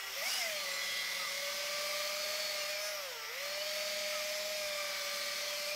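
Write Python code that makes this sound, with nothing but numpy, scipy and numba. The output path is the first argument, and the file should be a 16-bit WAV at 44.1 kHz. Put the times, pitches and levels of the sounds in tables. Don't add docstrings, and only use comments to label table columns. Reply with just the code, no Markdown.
import sys
import numpy as np
from scipy import signal
from scipy.fft import rfft, irfft
from scipy.io import wavfile
from scipy.ndimage import uniform_filter1d
from numba import njit

SR = 44100
rng = np.random.default_rng(int(sys.argv[2]) if len(sys.argv) > 2 else 0)


def waveform_to_disk(signal):
    frames = np.transpose(np.atleast_2d(signal))
    scaled = np.clip(frames, -1, 1) * 32767
    samples = np.round(scaled).astype(np.int16)
    wavfile.write(sys.argv[1], SR, samples)


def convert_level_to_amplitude(level_db):
    exponent = np.asarray(level_db, float) / 20
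    return 10 ** exponent


N = 253910
BLOCK = 128
PLANET = .2133

# time_s, shaft_turns_per_s
RUNNING_SPEED = [(0, 184.3), (1.25, 184), (1.53, 191.2), (1.82, 196.5), (2.05, 197.9), (2.42, 204.5),
                 (2.63, 197.7), (2.88, 207.3), (3.46, 193.1), (3.67, 203.2), (4.17, 202), (4.53, 205.4),
                 (4.69, 199.4), (5.02, 191.8), (5.32, 192.8), (5.5, 195.9), (5.66, 195.8), (5.76, 200.2)]
# time_s, extra_turns_per_s
SPIN_UP = [
    (0, -54),
    (.13, -57),
    (.178, 3),
    (.215, 3),
    (.25, 57),
    (.28, 67),
    (.385, 68),
    (.43, 44),
    (.54, 18.5),
    (.67, 0),
]
# time_s, armature_db, gear_db, pole_whine_db, bristle_db
DRIVE = [(0, -6, -5, -70, -46.5), (.11, -5, -2, -68, -45), (.18, -4, 3, -50, -41.5),
         (.3, 0, 1, -56.5, -39.5), (.45, -1, -1, -46, -41.5), (.7, 1.5, 6, -52, -44),
         (1.25, 0.5, 3, -52.5, -44), (1.5, 3, 2, -48, -43.5), (2.0, 3, 3.5, -47.5, -42.5),
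         (2.45, 2, 4.5, -49.5, -42.5), (2.75, 2.5, 1, -48, -44.5), (3.0, 2, -9.5, -48.5, -44.5),
         (3.2, -4, -5.5, -59.5, -46.5), (3.45, 1, 1, -47.5, -44), (3.8, 4, 5, -47, -44),
         (4.62, 4, 1, -45.5, -45), (5.2, 1, 3, -51, -43), (5.76, 0.5, 0, -47, -44.5)]
# time_s, touching_share
CONTACT = [
    (0, .45),
    (.2, .3),
    (.7, 1),
    (2.72, 0.92),
    (2.82, .1),
    (3.1, 0),
    (3.32, .1),
    (3.45, 0.68),
    (3.9, 1),
]
# multiple; the first is the pole whine, whose level_db follows DRIVE
LOUD_MULTIPLES = [3, 6, 12, 25, 10.82, 11.46, 22.28]
LOUD_DB = [0, -66, -63, -67, -67, -65, -64.5]
LOUD_RATTLE = [.08, 0.8, 0.2, 0.2, 0.12, 0.12, 0.6]
# multiple, level_db
ARMATURE = [(1.0, -76), (2.0, -76.5), (4.0, -69.5), (5.0, -72), (7.0, -74), (8.0, -69), (9.0, -69),
            (10.0, -73.5), (13.0, -66.5), (15.0, -69.5), (16.0, -71.2), (17.0, -76.0), (18.0, -66),
            (21.0, -72), (23.0, -74.4), (24.0, -73.5), (26.0, -74.7), (27.0, -72.5), (28.0, -70),
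            (29.0, -71.8), (30.0, -81), (31.0, -66.5), (33.0, -72.1), (36.0, -76), (37.0, -77), (40.0, -78),
            (54.0, -80.1), (57.0, -81.1), (58.0, -83), (60.0, -77.0)]
# multiple, level_db
GEARS = [(2.27, -79.5), (2.82, -80), (3.1, -67), (3.18, -73.5), (6.2, -66.5), (10.46, -74.0),
         (21.64, -67.5), (33.74, -76), (34.4, -76)]
# centre_hz, width_hz, peak_db
CASE_RING = [(605, 40.0, 3.0), (1180.4, 25.0, 8.5), (1993, 69, 10.5), (2160.0, 168, 8.0), (2370, 98, 5.5),
             (3140, 160.0, 6.0), (3454.0, 140, 5.5), (4420, 230, 4.0), (4940, 672.0, 9.0),
             (5170, 28.0, 8.5), (5343.0, 64.0, 7.0), (5434.0, 160, 5.5), (5880, 250, 6.5), (6700, 144.0, 7)]
# centre_s, half_length_s, multiple, change_db
MULTIPLE_SHIFTS = [(0.0, 0.18, 15.0, 15.5), (0.2, 0.28, 25.0, -12), (0.35, 0.12, 3.18, 8),
                   (0.4, 0.17, 22.28, -6), (0.6, 0.1, 12.0, -14), (0.9, 0.18, 25.0, 8), (1.0, 0.2, 3.0, -7),
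                   (1.1, 0.3, 11.46, 5.5), (1.1, 0.3, 15.0, 3), (2.5, 0.18, 18.0, -14), (2.6, 0.3, 21.64, 9.5),
                   (2.85, 0.2, 26.0, 7), (2.85, 0.32, 13.0, -14), (3.05, 0.1, 12.0, -12), (3.05, 0.14, 3.1, 15),
                   (3.15, 0.46, 11.46, -12), (3.7, 0.5, 26.0, -9), (3.95, 0.3, 23.0, 7), (3.95, 0.26, 28.0, -9),
                   (4.0, 0.5, 6.0, -15), (4.25, 0.2, 21.64, -14), (4.3, 0.3, 24.0, 5), (4.35, 0.18, 8.0, -14),
                   (4.75, 0.19, 10.0, -16), (4.8, 0.26, 11.46, 4), (4.8, 0.3, 23.0, -14), (5.1, 0.44, 12.0, 4),
                   (5.15, 0.18, 10.82, -9), (5.35, 0.3, 22.28, 5), (5.55, 0.092, 11.46, -14), (5.35, .4, 9, -9),
                   (4.45, .3, 7, -6), (4.1, .15, 10, -7), (5.1, .4, 15, -7), (3.5, .1, 15, -9), (.3, .1, 9, -7),
                   (1.0, .3, 6, -6), (5.0, .7, 8, 4), (1.6, .25, 22.28, -5), (5.6, .2, 6, -5),
                   (.15, .2, 11.46, -6), (3.2, .15, 25, -7), (.25, .04, 3, 6), (5.65, .15, 21.64, 5),
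                   (3.6, .2, 24, -6)]
# centre_s, half_length_s, multiple, change_db
MULTIPLE_SWELLS = [(.33, .05, 3, -6), (2.92, .15, 25, -4), (.6, .1, 6, -10), (.95, .35, 10.82, 2),
                   (1.5, .4, 4, -11), (2.25, .2, 6, 1), (1.75, .3, 11.46, 4), (2.0, .3, 10, -8),
                   (2.0, .2, 27, -8), (2.4, .35, 22.28, 3), (2.85, .12, 6, 2), (2.9, .25, 33, -8),
                   (2.9, .2, 26, -5), (2.9, .2, 18, -8), (0, .13, 2, -11), (2.6, .4, 1, -5), (3.4, .1, 12, 3),
                   (3.21, .08, 6, 7), (3.2, .15, 9, 10), (3.2, .2, 31, -8), (3.25, .2, 2, -8),
                   (.35, .15, 1, -2), (0, .12, 3, -5), (3.25, .035, 3, -8), (3.08, .04, 3, 4),
                   (.7, .4, 33, -4), (1.0, .3, 3.1, -6), (3.07, .14, 3.1, -10), (4.55, .35, 22.28, -4),
                   (0, .15, 2.27, -12), (0, .15, 2.82, -10), (1.06, .025, 3, -8), (1.26, .025, 3, -9),
                   (1.46, .035, 3, 3), (1.54, .02, 3, -5), (.62, .02, 3, -5), (1.1, .35, 28, 5),
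                   (1.7, .2, 8, 5), (3.5, .1, 22.28, 2), (3.9, .3, 29, -6), (1.0, .25, 24, -7),
                   (4.96, .025, 3, -9), (5.37, .03, 3, -8), (0, .13, 1, -11)]
# centre_s, half_length_s, multiple, level_db
PASSING = [(0, .13, 9, -60), (.05, .08, 10.75, -59), (0, .12, 18, -60), (0, .13, 22.5, -56),
           (0, .12, 26, -59), (0, .13, 33, -61), (0, .12, 40, -61), (0, .12, 41.6, -60), (.03, .06, 6, -62),
           (.06, .08, 7, -64), (.24, .03, 4, -58), (.33, .06, 6, -57), (.29, .05, 19, -51),
           (.35, .05, 20, -52), (.34, .07, 9, -54), (.42, .09, 12, -55), (.5, .08, 9, -56),
           (.56, .06, 21, -56), (.78, .16, 31, -55), (.62, .1, 25, -55), (.75, .1, 29, -55),
           (.65, .08, 16, -60), (.45, .08, 7, -59), (.2, .04, 22.28, -55), (.33, .06, 11.46, -53),
           (.46, .07, 11.46, -54), (2.86, .09, 26, -54), (2.9, .1, 29, -55), (2.8, .1, 31, -61),
           (3.0, .07, 28, -55), (3.02, .06, 18, -60), (2.95, .14, 7, -57), (3.0, .07, 8, -60),
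           (2.98, .06, 23, -61), (3.03, .05, 31, -60), (3.09, .05, 30, -61), (3.2, .14, 9, -58),
           (3.26, .06, 15, -58), (3.22, .07, 10.78, -61), (3.25, .06, 13.2, -61), (3.25, .06, 36, -62),
           (3.2, .08, 4, -62), (3.15, .05, 34, -62), (3.33, .04, 32, -61), (3.41, .05, 28, -58),
           (3.44, .09, 31, -58), (3.44, .06, 18, -59), (3.37, .05, 11, -51), (3.4, .06, 10, -57)]
# centre_s, half_length_s, multiple, level_db
LASTING = [(1.1, .4, 19, -59), (1.1, .18, 35, -63), (1.0, .4, 38, -68), (1.05, .45, 28, -52),
           (1.4, .45, 31, -55), (2.2, .4, 31, -60), (1.05, .35, 25, -53), (1.95, .6, 25, -51),
           (.9, .3, 29, -57), (.92, .16, 18, -54), (.3, .08, 21, -54), (.4, .06, 22.28, -52),
           (3.12, .08, 8, -60), (3.1, .06, 33, -61), (1.7, .4, 27, -56), (1.2, .3, 47, -70),
           (2.0, .2, 40, -67), (2.3, .35, 34, -65), (2.4, .2, 60, -67), (2.55, .25, 9, -59),
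           (1.7, .2, 26, -56), (2.1, .2, 23, -57), (2.1, .4, 68, -73), (3.9, .3, 34, -60),
           (4.4, .25, 32, -63), (4.35, .2, 57, -64), (4.2, .3, 60, -65), (4.5, .18, 54, -65),
           (4.2, .4, 24, -54), (4.4, .25, 22, -58), (4.2, .6, 29, -55), (4.1, .5, 31, -59),
           (4.9, .4, 25, -54), (3.9, .3, 19, -61), (4.0, .3, 66, -73), (4.7, .25, 18, -55),
           (4.6, .25, 35, -66), (5.3, .55, 31, -54.5), (5.2, .16, 10, -57), (5.0, .25, 28, -55),
           (5.6, .2, 28, -56), (5.0, .3, 41, -69), (4.8, .3, 26, -55)]
# time_s, level_db
SCRAPE = [(0, -62), (.25, -53), (.5, -57), (.7, -64), (2.7, -61), (2.8, -52), (2.95, -50.5), (3.08, -52),
          (3.2, -56), (3.4, -56), (3.6, -61), (4.5, -57), (4.7, -57), (5.76, -66)]
# pitch_hz, level_db
HISS_COLOUR = [(35, -52), (60, -31), (107, -31), (216, -25.5), (320, -30.5), (500, -20.5), (740, -18.5),
               (1360, -15.5), (2260, -9.5), (2850, -11), (5350, -11), (7500, -18), (10000, -23),
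               (13000, -19.5), (15700, -23.5)]
# centre_hz, width_hz, peak_db
CASE_MODES = [(160, 19, 4.5), (224.4, 8.9, 8), (602, 140, 5.5), (1194, 29, 6.5), (1280, 120, 3.5),
              (2006, 260, 5), (3300, 490, 1), (4470, 180, 1), (5330, 480, 2), (6630, 120, 2),
              (12200, 1000, -1)]
# centre_hz, width_hz, peak_db
FREE_RING = [(320, 160, -5), (620, 200, 4), (1050, 250, -3), (4300, 1100, -3), (5450, 800, 2.5)]
# centre_hz, control (1 hum, 2 case, 3 fizz), share
HISS_BANDS = [(120, 1, 1), (260, 3, .8), (500, 0, 1), (2500, 0, 1), (4000, 2, 1), (5600, 2, .3),
              (8200, 3, 1.3), (10500, 3, 1.3), (12000, 3, .1)]
# start_s, length_s, start_hz, end_hz,
# level_db
WHISTLES = [(0, 0.14, 1945, 1925, -56), (.205, .09, 1850, 2380, -40), (0.36, .11, 5500, 5000, -42.5),
            (0.26, .16, 4700, 5050, -44.5), (.17, .075, 4050, 4550, -54), (.235, .13, 5250, 5750, -46),
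            (.28, .14, 2800, 2980, -47.5), (0.385, 0.11, 2160, 1990, -42.5), (.5, .1, 3050, 3300, -52),
            (.54, .09, 4450, 4150, -48), (.68, 0.75, 3470, 3600, -57), (.697, .1, 7450, 7450, -52),
            (.75, .34, 3350, 3250, -48.5), (1.06, .12, 1550, 1350, -61), (1.18, .126, 1320, 1133, -48.5),
            (2.55, .14, 2980, 2640, -50), (2.685, .13, 2520, 2250, -47), (2.783, .17, 11200, 11150, -61),
            (3.13, .16, 1374, 1318, -62), (3.531, 0.22, 2730, 3370, -51.5), (4.095, .15, 1400, 1120, -50.5),
            (5.43, .27, 3620, 2450, -52), (5.68, .074, 2450, 2390, -44.5), (.19, .35, 232, 230, -68),
            (1.95, .6, 230, 231, -73), (3.75, .85, 231, 231, -71), (5.05, .4, 230, 229, -70)]
# pitch_hz, level_db
STEADY = [
    (50, -77.5),
    (7802, -73),
]
# centre_s, low_hz, high_hz
SIDE_PATCHES = [(.125, 13800, 15700), (.752, 11020, 12400), (.799, 4650, 5680), (1.077, 7580, 8960),
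                (1.286, 5680, 6890), (1.333, 8270, 9650), (1.333, 13800, 15160), (2.61, 6300, 7580),
                (2.935, 8270, 9650), (2.935, 10340, 12400), (2.935, 13090, 14470), (3.701, 7580, 8960),
                (4.56, 4220, 5170), (5.0, 14470, 15700)]


def evened(x):
    return x / np.sqrt(np.mean(abs(x) ** 2) + 1e-20)


def curves(rows, t):
    s, *columns = np.transpose(rows)
    return np.array([np.interp(t, s, c) for c in columns])


def resonance_db(hz, modes):
    return sum(peak_db / (1 + (2 * (hz - at) / width) ** 2) for at, width, peak_db in modes)


def wander(hz, count):
    steps = N // BLOCK + 2
    z = rfft(rng.standard_normal((count, steps))) / (1 + (np.fft.rfftfreq(steps, BLOCK / SR) / hz) ** 4)
    return evened(irfft(z, steps))


def control_times():
    return np.arange(N // BLOCK + 2) * BLOCK / SR


def fine(row):
    return np.interp(np.arange(N) / BLOCK, np.arange(len(row)), row)


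def shaft_hz(t):
    sag_s, sag_turns_per_s, fall_s, rise_s, shape = 3.239, 51.55, .192, .13, 2.335
    inertia_s = .024
    since = t - sag_s
    sag = sag_turns_per_s * np.exp(-abs(since / np.where(since < 0, fall_s, rise_s)) ** shape)
    span = max(round(inertia_s / (t[1] - t[0])), 1)
    return uniform_filter1d(curves(RUNNING_SPEED, t)[0] + curves(SPIN_UP, t)[0] - sag, size=span)


def shaft_turns(count=N):
    return np.cumsum(shaft_hz(np.arange(count) / SR)) / SR


@njit
def sing_all(turns, multiples, swings):
    out = np.zeros(len(turns))
    for step in range(len(turns) // BLOCK - 1):
        first = step * BLOCK
        start = turns[first]
        pace = (turns[first + BLOCK] - start) / BLOCK
        for j in range(len(multiples)):
            arm = np.exp(2j * np.pi * (multiples[j] * start % 1))
            turn = np.exp(2j * np.pi * multiples[j] * pace)
            change = (swings[step + 1, j] - swings[step, j]) / BLOCK
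            for i in range(BLOCK):
                out[first + i] += ((swings[step, j] + i * change) * arm).real
                arm *= turn
    return out


def whine(flutter_db=1.0, drift_db=1.5, planet_beat=.24, slack=.13, weak_rattle=0.13, glide_db=0.01, trim_db=2.0):
    t = control_times()
    speed = shaft_hz(t)
    armature_db, gear_db, pole_db, _ = curves(DRIVE, t)
    loud = list(zip(LOUD_MULTIPLES, LOUD_DB))
    weak_armature = [(round(k), db) for k, db in ARMATURE]
    multiples, own_db = np.transpose(loud + weak_armature + list(GEARS))
    geared = abs(multiples - multiples.round()) > .05
    level_db = own_db[:, None] + trim_db + np.where(geared[:, None], gear_db, armature_db)
    level_db[0] = pole_db
    level_db = level_db + resonance_db(np.outer(multiples, speed), CASE_RING)
    for s, half, multiple, db in list(MULTIPLE_SHIFTS) + list(MULTIPLE_SWELLS):
        level_db[np.argmin(abs(multiples - multiple))] += db * np.exp(-((t - s) / half) ** 2)
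    handover_db = -14
    for s, half, multiple, _ in list(PASSING) + list(LASTING):
        level_db[abs(multiples - multiple) < .05] += handover_db * np.exp(-((t - s) / half) ** 4)
    weak = np.arange(len(multiples)) >= len(LOUD_DB)
    level_db = level_db + drift_db * weak[:, None] * wander(1.5, count=len(weak))
    gliding = uniform_filter1d(abs(np.gradient(speed, t)), size=60)
    level_db = level_db - glide_db * np.outer(weak * np.clip(multiples / 12 - .7, 0, 1), gliding)

    play = np.sqrt(multiples / 12)[:, None]
    count = len(play)
    rattle_share = np.r_[LOUD_RATTLE, np.full(weak.sum(), weak_rattle)][:, None]
    sing = convert_level_to_amplitude(flutter_db * play * wander(16, count=count))
    phase = slack * play * wander(16, count=count) + 2 * np.pi * rng.random(play.shape)
    sing = sing * np.exp(1j * phase)
    rattle = wander(51, count=count) + 1j * wander(79, count=count)
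    swings = convert_level_to_amplitude(level_db) * (sing + rattle_share * rattle)
    turns = shaft_turns(count=len(t) * BLOCK)
    swings = swings * (1 + planet_beat * np.outer(geared, np.cos(2 * np.pi * PLANET * turns[::BLOCK])))
    return np.sqrt(2) * sing_all(turns, multiples, np.ascontiguousarray(swings.T))[:N]


def singers(flutter_db=1.7):
    t = control_times()
    s, half, multiples, db = np.transpose(list(PASSING) + list(LASTING))[:, :, None]
    size = convert_level_to_amplitude(db + flutter_db * wander(22, count=len(s)))
    size = size * np.exp(-((t - s) / half) ** 4 + 2j * np.pi * rng.random(s.shape))
    turns = shaft_turns(count=len(t) * BLOCK)
    return np.sqrt(2) * sing_all(turns, multiples[:, 0].copy(), np.ascontiguousarray(size.T))[:N]


def scrape(spread_db=3.0, tilt_db=-2.0, shift_db=5, peak_db=5.5):
    k = np.arange(7, 70)
    angle = np.linspace(0, 1, 4097)
    place = shaft_turns() % 1
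    out = 0
    for shift in wander(7, count=3):
        db = spread_db * rng.standard_normal(len(k)) + tilt_db * (k - 26) / 10
        db = db + peak_db * np.exp(-((k - 27) / 5) ** 2)
        bumps = evened(convert_level_to_amplitude(db) @ np.cos(2 * np.pi * (np.outer(k, angle) + rng.random((len(k), 1)))))
        out = out + fine(convert_level_to_amplitude(shift_db * shift)) * np.interp(place, angle, bumps)
    return convert_level_to_amplitude(curves(SCRAPE, np.arange(N) / SR)[0]) * evened(out)


def hiss(patchy_db=1.4, throb=0.045, trim_db=-2.5, flicker_db=0.47):
    frames, hz = N // 256 + 5, np.fft.rfftfreq(1024, 1 / SR)
    a, b, patches = rng.standard_normal((frames, 513, 3)).T
    patches = evened(uniform_filter1d(uniform_filter1d(patches, 9, axis=0), 22, axis=1))
    f, db = np.transpose(HISS_COLOUR)
    colour = np.interp(np.log(hz + 1), np.log(f + 1), db) + resonance_db(hz, CASE_MODES)

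    t = np.arange(frames) * 256 / SR
    level, touch, over = curves(DRIVE, t)[-1], curves(CONTACT, t)[0], curves(SPIN_UP, t)[0]
    # clear_db, gained_on_contact_db, db_per_turn over and under running speed
    hum, case, fizz = (-5, 7, -.14, -.1), (-4.5, 5.5, .01, -.03), (-7, 7.5, .075, .05)
    control_db = np.array([clear + gained * touch + np.where(over > 0, racing, -idling) * over
                           for clear, gained, racing, idling in (hum, case, fizz)])
    strokes_per_s, stroke_s, stroke_db = 1.097, 0.93, 0.4
    control_db[1] += stroke_db * np.cos(2 * np.pi * strokes_per_s * (t - stroke_s))
    centre, control, share = np.transpose(HISS_BANDS)
    blend = [np.interp(np.log(hz + 1), np.log(centre), share * (control.round() == k)) for k in (1, 2, 3)]

    band = (hz > 1400) & (hz < 3200)
    scale = np.sqrt(np.sum(convert_level_to_amplitude(colour) ** 2) / np.sum(convert_level_to_amplitude(colour[band]) ** 2))
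    z = (a + 1j * b) * convert_level_to_amplitude(colour[:, None] + patchy_db * patches)
    scale = scale / np.sqrt(np.mean(signal.istft(z, nperseg=1024, noverlap=768)[1] ** 2))
    z = z * convert_level_to_amplitude(level + np.transpose(blend) @ control_db + trim_db)
    z = z * convert_level_to_amplitude(np.outer(resonance_db(hz, FREE_RING), 1 - touch))
    flicker = evened(uniform_filter1d(rng.standard_normal(frames), size=7))
    z = z * convert_level_to_amplitude(flicker_db * np.outer(np.clip(hz / 6000 - .5, 0, 1), flicker))
    turns = shaft_turns()
    beat = sum(np.cos(2 * np.pi * k * turns) for k in (PLANET, .64, 1))
    return scale * signal.istft(z, nperseg=1024, noverlap=768)[1][:N] * (1 + throb * beat)


def bore():
    width_hz, breathy_hz, breathy_span_hz, breathy_width_hz = 75, 5600, 2400, 420
    out = np.zeros(N + SR)
    for s, length, start_hz, end_hz, db in WHISTLES:
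        breathy = 1 / (1 + (2 * (start_hz - breathy_hz) / breathy_span_hz) ** 2)
        width = width_hz * min(1, .28 / length) + breathy_width_hz * breathy ** 2
        noise = rng.standard_normal((SR, 2)) @ [1, 1j]
        r = np.exp(-np.pi * width / SR)
        n = round(length * SR)
        two_poles = np.convolve([1, -r], [1, -r])
        fuzz = evened(signal.lfilter([1], two_poles, noise[:n + 2000])[2000:])
        turns = np.cumsum(np.linspace(start_hz, end_hz, n)) / SR
        tone = ((1 + width / 125 * fuzz) * np.exp(2j * np.pi * turns)).real
        out[round(s * SR):][:n] += convert_level_to_amplitude(db) * evened(tone) * signal.windows.tukey(n, .55)
    return out[:N]


def electrics():
    t = np.arange(N) / SR
    out = np.zeros(N)
    for (hz, db), sway_db in zip(STEADY, 2.2 * wander(8, count=len(STEADY))):
        out += np.sqrt(2) * convert_level_to_amplitude(db + fine(sway_db)) * np.sin(2 * np.pi * hz * t)
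    return out


def scene():
    mono = whine() + singers() + scrape() + hiss() + bore() + electrics()
    return np.tile(mono, (2, 1))


def top_cut(x):
    return signal.sosfilt(signal.butter(12, 16230, fs=SR, output="sos"), x)


def record(dry):
    edge_hz, side_db = 15740, -4
    low_pass = signal.firwin(1023, edge_hz, window=("kaiser", 9), fs=SR)
    mono = signal.oaconvolve(dry[0], low_pass, "same")
    side, hz = np.zeros(N), np.fft.rfftfreq(2048, 1 / SR)
    fade = signal.windows.kaiser_bessel_derived(2048, 4 * np.pi)
    for s, low_hz, high_hz in SIDE_PATCHES:
        patch = slice(round(s * SR) - 1024, round(s * SR) + 1024)
        size = abs(rfft(mono[patch])) * (hz > low_hz) * (hz < high_hz)
        noise = irfft(size * np.exp(2j * np.pi * rng.random(len(hz))))
        side[patch] += convert_level_to_amplitude(side_db) * noise * fade
    return top_cut(np.array([mono + side, mono - side]))


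dry = scene()
out = record(dry)
waveform_to_disk(out)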